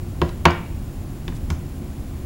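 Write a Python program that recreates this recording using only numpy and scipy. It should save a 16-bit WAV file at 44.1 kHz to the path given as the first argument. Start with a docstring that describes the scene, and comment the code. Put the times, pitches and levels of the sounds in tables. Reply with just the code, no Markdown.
"""Over a low hum, a slab of clay is knocked twice on a wooden work table, then hands pat it lightly.
The place is a small, quiet workshop, with the table near the microphone. Each contact thumps the
tabletop, makes the board clack and gives a brief smack of damp clay; the room rings after it.
The hum is ventilation, with a faint electrical whine. The hardest knock overloads the microphone."""
import sys
import numpy as np
from scipy import signal
from scipy.fft import rfft, irfft
from scipy.io import wavfile

SR = 44100
rng = np.random.default_rng(int(sys.argv[2]) if len(sys.argv) > 2 else 0)


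def inscribe(sig):
    """Save sig as 16-bit PCM at rate SR to the path in sys.argv[1].

    A 1-D sig is mono; a 2-D sig holds one channel per row.
    Samples are clipped to [-1, 1] before scaling.
    """
    pcm = np.round(np.clip(np.atleast_2d(sig).T, -1, 1) * 32767)
    wavfile.write(sys.argv[1], SR, pcm.astype(np.int16))


N = 99225
T = np.arange(N) / SR


def clay_on_table():
    """Knocks and pats, as two signals: straight to the microphone, and out into the room."""
    # Each row: start in seconds, thump level in dB and cut-off in Hz, clack level in dB and cut-off
    # in Hz, pock level in dB, then the smack's level in dB, centre in Hz, resonance in dB, cut-off in Hz.
    contacts = [(0.2164, -15, 720, -13.5, 1200, -14, -10, 3000, -11, 3550),
                (0.292, -52, 404, -36, 1500, -38, -36.5, 3950, 8, 5500),
                (0.4541, -9.5, 1100, -1.5, 2520, 6, -1.5, 3300, 7, 2920),
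                (0.507, -44, 620, -34, 2000, -44, -25.5, 5030, 1, 6000),
                (1.2796, -25, 237, -34, 3460, -24.5, -23.5, 3380, 5.5, 4300),
                (1.323, -38, 202, -42.5, 2554, -50, -32, 1800, 3, 2400),
                (1.367, -36, 203, -57, 3000, -62, -45, 5000, -11, 8000),
                (1.5027, -12, 96, -28.5, 3320, -21.5, -22, 6900, -7, 6900),
                (1.5190, -35, 430, -39, 1490, -54, -46, 1600, -5, 3000)]
    weight = 1 - np.exp(-T / 0.0012)  # the clay takes a moment to come down on the wood
    thump, board = weight * tabletop_thump(), board_clack()
    pocks = np.outer([1, from_db(-9.5)], clay_pock())  # direct, into the room
    out = np.zeros((2, N))
    for start_s, thump_db, thump_hz, clack_db, clack_hz, pock_db, smack_db, *smack_colour in contacts:
        thud = clay_thud(weight)
        clack = np.array([board + thud, from_db(-3) * board + from_db(12.5) * thud])
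        hit = (from_db(thump_db) * cut(thump, thump_hz, "low")
               + from_db(clack_db) * cut(clack, clack_hz, "low")
               + from_db(pock_db) * pocks
               + from_db(smack_db) * clay_smack(*smack_colour))
        start = int(start_s * SR)
        out[:, start:] += hit[:, :N - start]
    return cut(out, 46.7, "high")  # the tabletop radiates little deep bass


def tabletop_thump():
    """The struck tabletop rings in its low bending modes."""
    # Each row: frequency in Hz, level in dB, time to fall 60 dB in seconds.
    bending_modes = [(63.5, -38, 0.084), (79.1, 1, 0.23), (166, 1.5, 0.25), (222, -2, 0.14),
                     (271, -8, 0.22), (349.2, 1.5, 0.24), (368, 5, 0.082), (474, 3, 0.072),
                     (574.5, -5, 0.18), (684, 2, 0.057)]
    return ring(bending_modes, neighbour_ratio=0.94)


def board_clack():
    """The board under the clay rings in short, hard modes, neighbours swinging opposite ways."""
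    # Each row: frequency in Hz, level in dB, time to fall 60 dB in seconds.
    hard_modes = [(773, -12.5, 0.087), (962, -4, 0.066), (1048, -4, 0.062), (1252, 1, 0.014),
                  (1439, -11, 0.047), (1605, -4.5, 0.025), (1657, -2.5, 0.019), (2032, -7, 0.014),
                  (2325, -8, 0.023), (2645, -15, 0.046), (3210, -11.5, 0.024)]
    return ring(hard_modes, neighbour_ratio=-1.115)


def clay_thud(weight):
    """The dead, pitchless sound of the clay itself as its weight lands."""
    burst = even_noise(size=192) * weight * dying(t60=0.066)
    return from_db(-2) * cut(burst, [205, 2400], "band")


def clay_pock():
    """A short, round resonance that sinks in pitch as the clay flattens against the board."""
    start_hz, end_hz, sink_s, rise_s = 1293, 801, 0.00803, 0.0016
    hz = end_hz + (start_hz - end_hz) * np.exp(-T / sink_s)
    envelope = (1 - np.exp(-T / rise_s)) * dying(t60=0.041)
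    return envelope * np.sin(2 * np.pi * np.cumsum(hz) / SR)


def clay_smack(centre_hz, resonance_db, cutoff_hz):
    """Damp clay meets a surface: a sharp tick and a few milliseconds of coloured noise."""
    spray = even_noise(size=48) * dying(t60=0.018)
    resonance = signal.lfilter(*signal.iirpeak(centre_hz, Q=5.5, fs=SR), spray)
    body = cut(spray + from_db(resonance_db) * resonance, cutoff_hz, "low", order=3)
    tick = from_db(-14) * even_noise(size=16) * dying(t60=0.0011)
    return cut(body + tick, 830, "high")


def hand_brushes():
    """Skin and clay brush the table in soft swells of friction noise."""
    # Each row: midpoint in seconds, length in seconds, level in dB, centre in Hz.
    brushes = [(0.29, 0.018, -50, 3980), (1.363, 0.032, -49.5, 5000), (1.547, 0.026, -55, 1490)]
    out = np.zeros(N)
    for middle_s, length_s, db, hz in brushes:
        swell = np.exp(-(2 * (T - middle_s) / length_s) ** 2)
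        friction = rms_one(cut(rng.standard_normal(N), [hz / 2, hz * 2], "band"))
        out += from_db(db) * swell * friction
    return out


def workshop_reverb(x):
    """Near walls return dense early reflections, then a diffuse tail that dies band by band."""
    # Each row: frequency in Hz, reverberation gain in dB, time to fall 60 dB in seconds.
    room = [(70, -27, 0.33), (165, -8.5, 0.42), (254, -11, 1), (378, -22.5, 0.39), (504, 2, 0.38),
            (697, -10, 0.33), (970, -8, 0.57), (1420, -6.5, 0.17), (2200, -11, 0.61), (4360, -7.5, 0.28),
            (7460, -2.5, 0.31), (14700, -49, .1)]
    edges_hz = np.geomspace(45, 16000, 18)
    white = [even_noise(size=512), even_noise(size=512)]
    early = from_db(-7.5) * dying(t60=0.023)
    response = np.zeros(N)
    for k, (low, high) in enumerate(zip(edges_hz, edges_hz[1:])):
        hz = np.sqrt(low * high)
        envelope = early + dying(at_hz(room, hz, column=2))
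        tail = cut(white[k % 2] * envelope, [low, high], "band")
        to_unit_gain = np.sqrt(2 * (high - low) / SR / np.sum(tail ** 2))
        response += from_db(at_hz(room, hz)) * tail * to_unit_gain
    delay = int(0.005 * SR)  # the walls answer 5 ms after the direct sound
    return signal.fftconvolve(x, np.pad(response, (delay, 0)))[:N]


def ventilation():
    """Moving air fills the room with steady rumble and hiss; resonances in it make the hum."""
    # The air's spectrum. Each row: frequency in Hz, relative density in dB.
    air_spectrum = [(12, -71), (20, -3.5), (38, 4.5), (70, -6.5), (133, -1), (175, -5), (213, -41),
                    (245, -8.5), (274, -11), (298, -11.5), (352, -24), (382, -28), (439, -25), (478, -24.5),
                    (519, -19.5), (565, -23.5), (788, -23.5), (857, -27.5), (2030, -35.5), (2270, -35),
                    (3640, -39), (8880, -43), (15500, -45.5)]
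    # The hum's resonances. Each row: centre in Hz, half-width in Hz, rms level in dB.
    resonances = [(72.6, 32, -33), (86, 45, -52), (159, 12, -66.5), (213.4, 9.3, -45), (279.7, 20, -51.5),
                  (347, 18, -52), (354, 93, -53), (1034, 37, -66.5), (3300, 150, -79), (13200, 400, -71)]
    hz = np.arange(N // 2 + 1) * SR / N
    air = rfft(rng.standard_normal(N)) * from_db(at_hz(air_spectrum, hz))
    out = from_db(-32.5) * rms_one(irfft(air, N))
    white = rfft(rng.standard_normal(N))
    for centre_hz, width_hz, db in resonances:
        peak = white / (1 + ((hz - centre_hz) / width_hz) ** 2)
        out += from_db(db) * rms_one(irfft(peak, N))
    return out


def electrical_whine():
    """A thin, steady tone at the top of hearing, -62 dB rms."""
    return from_db(-62) * np.sqrt(2) * np.sin(2 * np.pi * 15734 * T)


def electrical_hiss():
    """Faint high bands of hiss behind everything: one wanders in pitch, two flutter in level."""
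    # The wandering band's path. Each row: time in seconds, centre in Hz.
    path = [(0, 9840), (0.38, 10500), (0.56, 9850), (0.86, 9650), (0.99, 10540), (1.3, 10200), (1.63, 9950),
            (1.93, 10330), (2.25, 10000)]
    # The fluttering bands. Each row: centre in Hz, half-width in Hz, rms level in dB.
    bands = [(7160, 340, -64.5), (14000, 500, -64)]
    centre_hz = np.interp(T, *np.transpose(path))
    wander = from_db(-62.5) * narrow_noise(centre_hz, width_hz=320)
    flutter = 1 + 0.31 * np.sin(2 * np.pi * 12 * T)
    return wander + flutter * sum(from_db(db) * narrow_noise(hz, width) for hz, width, db in bands)


def ring(modes, neighbour_ratio):
    """Struck modes as dying sines; mode k is also scaled by neighbour_ratio ** k."""
    return sum(neighbour_ratio ** k * from_db(db) * dying(t60) * np.sin(2 * np.pi * hz * T)
               for k, (hz, db, t60) in enumerate(modes))


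def even_noise(size):
    """Noise in which each block of `size` samples holds all frequencies equally."""
    phases = rng.uniform(0, 2 * np.pi, (N // size + 1, size // 2 + 1))
    return rms_one(irfft(np.exp(1j * phases), size).ravel()[:N])


def narrow_noise(hz, width_hz):
    """A narrow band of noise around a steady or moving centre; rms 1."""
    slow = cut(rng.standard_normal(N) + 1j * rng.standard_normal(N), width_hz, "low")
    carrier = np.exp(2j * np.pi * np.cumsum(hz * np.ones(N)) / SR)
    return rms_one(np.real(slow * carrier))


def dying(t60):
    """An envelope that falls 60 dB in t60 seconds."""
    return np.exp(-np.log(1000) * np.minimum(T / t60, 10))


def cut(x, hz, kind, order=2):
    """Butterworth filter."""
    return signal.sosfilt(signal.butter(order, hz, kind, fs=SR, output="sos"), x)


def at_hz(points, hz, column=1):
    """Read one column of a table along log frequency."""
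    points = np.array(points)
    return np.interp(np.log(np.maximum(hz, 1)), np.log(points[:, 0]), points[:, column])


def from_db(db):
    """Decibels to gain."""
    return 10 ** (np.asarray(db) / 20)


def rms_one(x):
    """Scale to unit rms."""
    return x / np.sqrt(np.mean(x ** 2) + 1e-20)


def scene():
    """The table and the workshop around it, heard from one spot in mono."""
    room_tone = ventilation() + electrical_whine()
    direct, into_room = clay_on_table()
    return (direct + workshop_reverb(into_room) + hand_brushes() + room_tone + electrical_hiss())[None]


def record(dry):
    """The microphone overloads, flattening the highest peaks; the top treble is cut steeply."""
    ceiling, knee, cutoff_hz = 0.71, 12, 15900
    clipped = dry / (1 + np.abs(dry / ceiling) ** knee) ** (1 / knee)
    return signal.sosfilt(signal.ellip(12, .1, 80, cutoff_hz, fs=SR, output="sos"), clipped)


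dry = scene()
out = record(dry)
inscribe(out)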